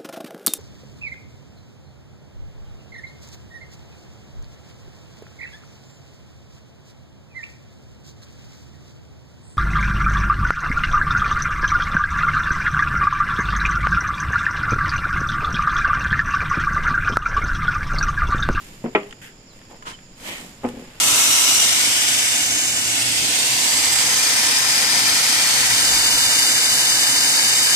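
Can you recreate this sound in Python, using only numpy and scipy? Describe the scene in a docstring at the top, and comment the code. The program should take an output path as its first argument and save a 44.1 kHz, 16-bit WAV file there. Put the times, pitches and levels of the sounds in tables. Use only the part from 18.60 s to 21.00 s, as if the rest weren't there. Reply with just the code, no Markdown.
"""A long-handled dustpan, close to the microphone on a concrete garden path, takes dry leaves from a
stick broom. It thumps, then clacks as it is lifted, each blow ringing its body. The leaves slide in
the pan and pour into a plastic basin in a crackle of tiny snaps; the pan bumps down on the basin.
Further off, insects shrill steadily in the plants and a far bird chirps twice over a low outdoor
rumble. In stereo, with the treble of the near sounds leaning to the right."""
import sys
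import numpy as np
from scipy import signal
from scipy.fft import rfft, irfft
from scipy.io import wavfile
from scipy.ndimage import uniform_filter1d

SR = 44100
rng = np.random.default_rng(int(sys.argv[2]) if len(sys.argv) > 2 else 0)


def bounce(signal):
    """Save signal as a 16-bit WAV file at the path given by the first command-line argument."""
    frames = np.transpose(np.atleast_2d(signal))
    limited = np.clip(frames, -1, 1)
    pcm = np.round(limited * 32767).astype(np.int16)
    wavfile.write(sys.argv[1], SR, pcm)


N = 105840
BLOW_SAMPLES = 12288
T = np.arange(N) / SR
HZ = np.maximum(np.fft.rfftfreq(N, 1 / SR), 1)

# Blows and taps: start_s, level_db, brightness_hz
BROOM_THUMPS = [(0.2408, -18, 800), (0.2499, -22, 1200), (0.2585, -22, 1900), (0.2752, -25, 600),
                (0.2838, -30, 1400)]
HANDLE_CLACKS = [(0.3499, -9, 3400), (0.3566, -17, 2100), (0.3587, -15, 900)]
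TWIG_TUMBLES = [(1.224, -38, 2500), (1.2525, -38, 2000), (1.268, -29, 3000), (1.279, -32, 3000),
                (1.314, -40, 2000)]
BASIN_BUMPS = [(2.034, -29, 1600), (2.041, -16.5, 950), (2.049, -18, 1250), (2.066, -26, 1200),
               (2.094, -29, 500), (2.111, -31, 400), (2.138, -28, 400), (2.168, -25, 450), (2.19, -32, 800),
               (2.217, -33, 500), (2.272, -38, 600)]
STALK_TICKS = [(0.069, -42, 12000), (0.430, -37, 4000), (0.5092, -32.5, 6000), (0.5258, -29.5, 3600),
               (1.015, -41, 4000), (1.224, -38.5, 7000), (1.388, -38, 3000), (2.088, -33, 11000)]
# Ringing modes of the pan and the basin: pitch_hz, gain_db, t60_s
PAN_FLOOR_MODES = [(152, -6, .07), (246, 3, .055), (333, -3, .04), (373, -10, .17), (439, -13, .13),
                   (533, -6, .07), (731, -13, .2), (932, -16, .05), (1849, -19, .07)]
PAN_WALL_MODES = [(205, -19, .3), (302, -18, .2), (367, -2, .09), (404, -4, .155), (498, -13, .21),
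                  (626, -9, .14), (837, -6, .12), (936, -17, .16), (1011, -8, .07), (1163, -14, .13),
                  (1248, -19, .18), (1339, -11, .09), (1906, -8, .06), (2057, -13, .11), (2127, -9, .09),
                  (2321, 7, .008), (2466, -2, .06), (3202, -14, .04)]
PAN_BACK_MODES = [(1020, -3, .1), (1255, 0, .09), (1410, -1, .08), (1730, -10, .06), (2950, -6, .05)]
PAN_LIP_MODES = [(1850, -4, .04), (2300, -4, .025), (3050, -2, .03)]
BASIN_MODES = [(107, -20, .18), (190, -14, .1), (243, -2, .12), (283, -9, .09), (362, -10, .12),
               (422, -14, .12), (484, -7, .1), (545, -9, .09), (743, -14, .09), (845, -10, .12),
               (1044, -20, .12), (1233, -17, .12), (2073, -21, .088)]
# Short rubs of bristles, sandal and leaves: start_s, attack_s, hold_s, release_t60_s, level_db
BROOM_STROKE = (0, .004, .07, .8, -44.5)
BROOM_BRUSH = (0.6145, .002, .058, .2, -41.5)
SANDAL_SCUFF = (1.095, .012, .04, .2, -44)
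LEAF_SLIDE = (1.25, .023, .033, .2, -35)
LIP_SCRAPE = (1.635, .04, .07, .42, -34)
LEAF_LANDING = (1.79, .04, .02, .25, -40)
LEAF_CRUNCH = (2.034, .008, .055, .12, -52)
LEAF_SETTLING = (1.99, .04, .36, .5, -47.5)
# Rise and fall of the shifting leaves, the pour and the distant air: time_s, gain_db
SHIFT_CURVE = [(0, -56), (0.45, -53), (0.58, -59), (0.82, -64), (1.0, -56), (1.2, -56), (1.45, -60),
               (2.4, -58)]
POUR_CURVE = [(1.55, -59), (1.616, -46), (1.682, -37), (1.77, -43), (1.812, -43), (1.824, -46), (2.0, -58)]
AIR_CURVE = [(0, -44.5), (0.7, -47), (1.4, -47), (2.4, -46)]
# Spectrum of each noisy sound: frequency_hz, gain_db
CLATTER_COLOUR = [(40, -40), (90, -25), (140, -7), (220, -4), (450, 0), (1000, -4.5), (1600, -8),
                  (2450, -.5), (3200, -7), (4200, -26), (8000, -30), (15000, -30)]
TICK_COLOUR = [(300, -16), (800, -11), (1300, -3), (1850, 2), (2400, -3), (3200, 1), (4000, -11),
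               (9000, -8), (15000, -11)]
STROKE_COLOUR = [(300, -6), (1200, -6), (2000, 0), (3200, -1), (4200, -6), (8000, -6), (10000, -9),
                 (14000, -10)]
BRUSH_COLOUR = [(400, -10), (1200, -12), (1550, 1), (1800, 4), (2300, -3), (3200, -1), (3900, -15),
                (9000, -14), (14000, -19)]
SCUFF_COLOUR = [(150, -8), (450, 0), (650, -6), (880, -1), (1200, -14), (3000, -20), (9000, -42)]
SHIFT_COLOUR = [(400, -4), (1300, -1), (1900, 2), (3200, -1), (4500, -10), (7000, -12), (9000, -8),
                (12000, -13), (14000, -13)]
SLIDE_COLOUR = [(60, -25), (180, 0), (400, -8), (750, -8), (980, 2), (1150, -4), (1900, -1), (2400, -3),
                (3000, 0), (4000, -7), (9000, -13), (14000, -28)]
POUR_COLOUR = [(60, -10), (190, 3), (400, -1), (800, 0), (1500, -4), (2200, -3), (3000, -4), (3800, -4),
               (5000, -7.5), (8000, -6.5), (11000, -12), (14000, -13.5)]
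SCRAPE_COLOUR = [(400, -20), (1550, -14), (1860, 5), (2020, -1), (2260, 3), (2550, 0), (2780, -5),
                 (3000, 3), (3300, -2), (4000, -18), (14000, -35)]
LANDING_COLOUR = [(80, -20), (175, 0), (280, -8), (600, -17), (2000, -35)]
CRUNCH_COLOUR = [(3000, -10), (5000, 0), (9000, 0), (14000, -10)]
SETTLING_COLOUR = [(200, -3), (600, 1), (1400, -2), (2400, 1), (3200, -1), (4200, -8), (6000, -12),
                   (8500, -12), (11000, -16), (14000, -17)]
AIR_COLOUR = [(15, -2), (26, 2), (37, -17), (54, -3), (70, -13), (120, -5), (190, -6), (300, -11),
              (500, -15), (800, -20), (1400, -24), (2500, -22), (3300, -24), (3900, -28), (4800, -29),
              (6000, -40), (8200, -42), (9500, -35), (11500, -44), (14500, -44)]
GARDEN_COLOUR = [(100, -3), (400, 0), (1000, -5), (2500, -4), (10000, -14)]
# Bird whistles, the first two overlapping as one chirp: start_s, length_s, start_hz, end_hz, level_db
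BIRD_WHISTLES = [(0.868, .035, 5700, 5100, -49), (0.88, .06, 4700, 3700, -54),
                 (1.327, .036, 3200, 2950, -39)]
# Insect choruses: pitch_hz, width_hz, level_db, left_over_right_db
INSECT_BANDS = [(7020, 560, -56.5, -8), (5050, 850, -58.5, -4)]
# How alike the microphone's two sides are: frequency_hz, correlation
STEREO_LIKENESS = [(100, .995), (250, .96), (550, .7), (1100, .2), (2200, 0), (5000, -.05), (14000, 0)]
# Balance of near sounds at the microphone: frequency_hz, left_over_right_db
NEAR_BALANCE = [(100, 0), (220, .8), (380, 4), (600, 0), (1100, -1.5), (2100, 2), (3500, -3), (6000, -5),
                (8000, -10), (9500, -1), (11500, -3), (13500, -7)]


def dustpan():
    """Close up, the pan is thumped, clacks on its handle, rings as twigs tumble and bumps the basin."""
    thumps = struck(BROOM_THUMPS, PAN_FLOOR_MODES, lag_s=.00016,
                    clatter_db=-7, clatter_t60_s=.06, rattle_db=-24, rattle_t60_s=.27)
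    clacks = struck(HANDLE_CLACKS, PAN_WALL_MODES, lag_s=.00012,
                    clatter_db=-5, clatter_t60_s=.06, rattle_db=-18, rattle_t60_s=.3)
    tumbles = struck(TWIG_TUMBLES, PAN_BACK_MODES, lag_s=.00036,
                     clatter_db=-10, clatter_t60_s=.04, rattle_db=-25, rattle_t60_s=.15)
    bumps = struck(BASIN_BUMPS, BASIN_MODES, lag_s=.0001,
                   clatter_db=-5.5, clatter_t60_s=.09, rattle_db=-20, rattle_t60_s=.3)
    return thumps + clacks + tumbles + bumps


def stalks():
    """Single dry stalks tap the pan, each a quickly dying crackle."""
    out = 0
    for tick in STALK_TICKS:
        snaps = crackle(per_s=12000, spread_db=1.5, size=BLOW_SAMPLES)
        out = out + contact(coloured(snaps, TICK_COLOUR) * decay(t60_s=.032), *tick)
    return out


def sweeping():
    """Bristles drag and brush; a sandal shifts on the path."""
    return (rub(BROOM_STROKE, STROKE_COLOUR, per_s=7000, spread_db=2.2)
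            + rub(BROOM_BRUSH, BRUSH_COLOUR, per_s=12000, spread_db=1.2)
            + rub(SANDAL_SCUFF, SCUFF_COLOUR, per_s=1500, spread_db=2.5))


def leaves_in_pan():
    """Loose leaves shift in the carried pan, then slide along it."""
    level = from_db(curve(SHIFT_CURVE) + 3 * wobble(rate_hz=25))
    shifting = level * coloured(crackle(per_s=1500, spread_db=2), SHIFT_COLOUR)
    return shifting + rub(LEAF_SLIDE, SLIDE_COLOUR, per_s=12000, spread_db=1.6)


def leaves_pouring():
    """Leaves stream out in a dense crackle and scrape over the pan's lip."""
    fade_in = np.clip((T - POUR_CURVE[0][0]) / .03, 0, 1)
    fade_out = np.clip((POUR_CURVE[-1][0] - T) / .04 + 1, 0, 1)
    flow = from_db(curve(POUR_CURVE) + 5) * fade_in * fade_out
    stream = flow * coloured(crackle(per_s=9000, spread_db=1.9), POUR_COLOUR)
    return stream + rub(LIP_SCRAPE, SCRAPE_COLOUR, per_s=4000, spread_db=1.5, antiphase=.6)


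def leaves_in_basin():
    """Leaves land softly on the heap, crunch under the pan and settle."""
    return (rub(LEAF_LANDING, LANDING_COLOUR, per_s=1500, spread_db=1.5)
            + rub(LEAF_CRUNCH, CRUNCH_COLOUR, per_s=4000, spread_db=1.5)
            + rub(LEAF_SETTLING, SETTLING_COLOUR, per_s=6000, spread_db=2.2))


def lip_snaps():
    """Stiff leaves catch on the lip one by one as they pour out, and set it ringing."""
    pouring = (T > POUR_CURVE[0][0]) * (T < POUR_CURVE[-1][0])
    snaps = crackle(per_s=130, spread_db=2) * from_db(curve(POUR_CURVE) - 2) * pouring
    return signal.fftconvolve(snaps, ringing(PAN_LIP_MODES, lag_s=0), axes=1)[:, :N]


def bird():
    """Short falling whistles off to the right, blurred by distance."""
    out = 0
    for start_s, length_s, start_hz, end_hz, level_db in BIRD_WHISTLES:
        progress = np.minimum(T[:BLOW_SAMPLES] / length_s, 1)
        blur = 1 + .025 * unit_rms(uniform_filter1d(hiss(BLOW_SAMPLES), size=50))
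        pitch_hz = (start_hz + (end_hz - start_hz) * progress) * blur
        whistle = np.sin(2 * np.pi * np.cumsum(pitch_hz, axis=1) / SR)
        out = out + placed(from_db(level_db) * np.sin(np.pi * progress) * whistle, start_s)
    return out * panned(-4)


def insects():
    """Many wings in the plants blur into narrow, throbbing bands."""
    out = 0
    for pitch_hz, width_hz, level_db, balance_db in INSECT_BANDS:
        rolloff = np.sqrt(1 + (2 * (HZ - pitch_hz) / width_hz) ** 4)
        band = unit_rms(irfft(rfft(hiss()) / rolloff, N))
        out = out + band * from_db(level_db + 1.3 * wobble(rate_hz=40)) * panned(balance_db)
    return out


def garden_reflections(direct, level_db=-23):
    """Walls and plants return a faint, dull tail to the microphone."""
    onset = np.minimum(T[:BLOW_SAMPLES] / .015, 1)
    tail = coloured(hiss(BLOW_SAMPLES), GARDEN_COLOUR, near=False) * decay(t60_s=.42) * onset
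    tail /= np.sqrt(np.sum(tail ** 2))
    return from_db(level_db) * signal.fftconvolve(direct, tail, axes=1)[:, :N]


def air():
    """Distant outdoor rumble and hiss."""
    return from_db(curve(AIR_CURVE)) * coloured(hiss(), AIR_COLOUR, near=False)


def struck(blows, modes, lag_s, clatter_db, clatter_t60_s, rattle_db, rattle_t60_s):
    """Every blow rings the body's modes and a quick clatter that ends in a faint rattle."""
    ring = ringing(modes, lag_s)
    envelope = from_db(clatter_db) * decay(clatter_t60_s) + from_db(rattle_db) * decay(rattle_t60_s)
    return sum(contact(ring + envelope * coloured(hiss(BLOW_SAMPLES), CLATTER_COLOUR), *blow)
               for blow in blows)


def ringing(modes, lag_s):
    """A body's modes after one blow, reaching the microphone's left side lag_s later."""
    t = np.maximum(T[:BLOW_SAMPLES] - np.array([[lag_s], [0]]), 0)
    out = 0
    for k, (pitch_hz, gain_db, t60_s) in enumerate(modes):
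        gains = from_db(gain_db) * panned(curve(NEAR_BALANCE, pitch_hz))
        out = out + (-1) ** k * gains * np.sin(2 * np.pi * pitch_hz * t) * decay(t60_s)
    return out


def contact(sound, start_s, level_db, brightness_hz):
    """One blow; a soft contact dulls it."""
    lowpass = signal.butter(2, brightness_hz, fs=SR)
    return placed(from_db(level_db) * signal.lfilter(*lowpass, sound + 1e-18), start_s)


def rub(gesture, colour, per_s, spread_db, antiphase=0):
    """Friction: dense snaps under an attack, hold and release."""
    start_s, attack_s, hold_s, release_t60_s, level_db = gesture
    t = T[:2 * BLOW_SAMPLES]
    attack = np.minimum(t / attack_s, 1)
    release = from_db(-60 * np.maximum(t - attack_s - hold_s, 0) / release_t60_s)
    snaps = coloured(crackle(per_s, spread_db, len(t)), colour, antiphase=antiphase)
    return placed(from_db(level_db) * attack * release * snaps, start_s)


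def crackle(per_s, spread_db, size=N):
    """Tiny snaps of uneven strength at random times."""
    strengths = from_db(spread_db * np.minimum(rng.exponential(1, size), 3))
    return hiss(size) * strengths * (rng.random(size) < per_s / SR)


def coloured(pair, colour, near=True, antiphase=0):
    """Two noises become stereo of one colour at rms 1, alike in the bass unless set in antiphase."""
    size = pair.shape[1]
    mid, side = rfft(pair)
    alike = np.clip(per_bin(STEREO_LIKENESS, size) * (1 - antiphase) - antiphase, -1, 1)
    stereo = np.sqrt(1 + alike) * mid + np.sqrt(1 - alike) * side * [[1], [-1]]
    balance = panned(per_bin(NEAR_BALANCE, size) * near)
    return unit_rms(irfft(stereo * from_db(per_bin(colour, size)) * balance, size))


def hiss(size=N):
    """Two white noises."""
    return rng.standard_normal((2, size))


def wobble(rate_hz):
    """Random drift at rms 1, mostly slower than rate_hz."""
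    return unit_rms(irfft(rfft(rng.standard_normal(N)) / (1 + (HZ / rate_hz) ** 2), N))


def decay(t60_s):
    """A fall of 60 dB every t60_s."""
    return from_db(-60 * T[:BLOW_SAMPLES] / t60_s)


def placed(sound, start_s):
    """Put a short sound at its time."""
    return np.pad(sound, ((0, 0), (int(start_s * SR), N)))[:, :N]


def curve(points, at=T):
    """Read between a table's points, by default over time."""
    return np.interp(at, *np.transpose(points))


def per_bin(points, size):
    """Read a table at every frequency of a sound of that size."""
    hz, value = np.transpose(points)
    return np.interp(np.log(np.fft.rfftfreq(size, 1 / SR) + 1), np.log(hz), value)


def panned(left_over_right_db):
    """Left and right gains."""
    return from_db(np.array([[.5], [-.5]]) * left_over_right_db)


def from_db(db):
    """Decibels to gain."""
    return 10 ** (db / 20)


def unit_rms(x):
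    """Scale to rms 1."""
    return x / np.sqrt(np.mean(x ** 2) + 1e-20)


def scene():
    """The work close to the microphone, the garden around it."""
    direct = (dustpan() + stalks() + sweeping() + leaves_in_pan() + leaves_pouring()
              + leaves_in_basin() + lip_snaps() + bird())
    return direct + garden_reflections(direct) + insects() + air()


def record(dry):
    """The recorder rounds the peaks and cuts the top at 14.5 kHz."""
    rounded = 1.2 * np.tanh(dry / 1.2)
    return irfft(rfft(rounded) * np.clip((14500 - HZ) / 200, 0, 1), N)


dry = scene()
out = record(dry)
bounce(out)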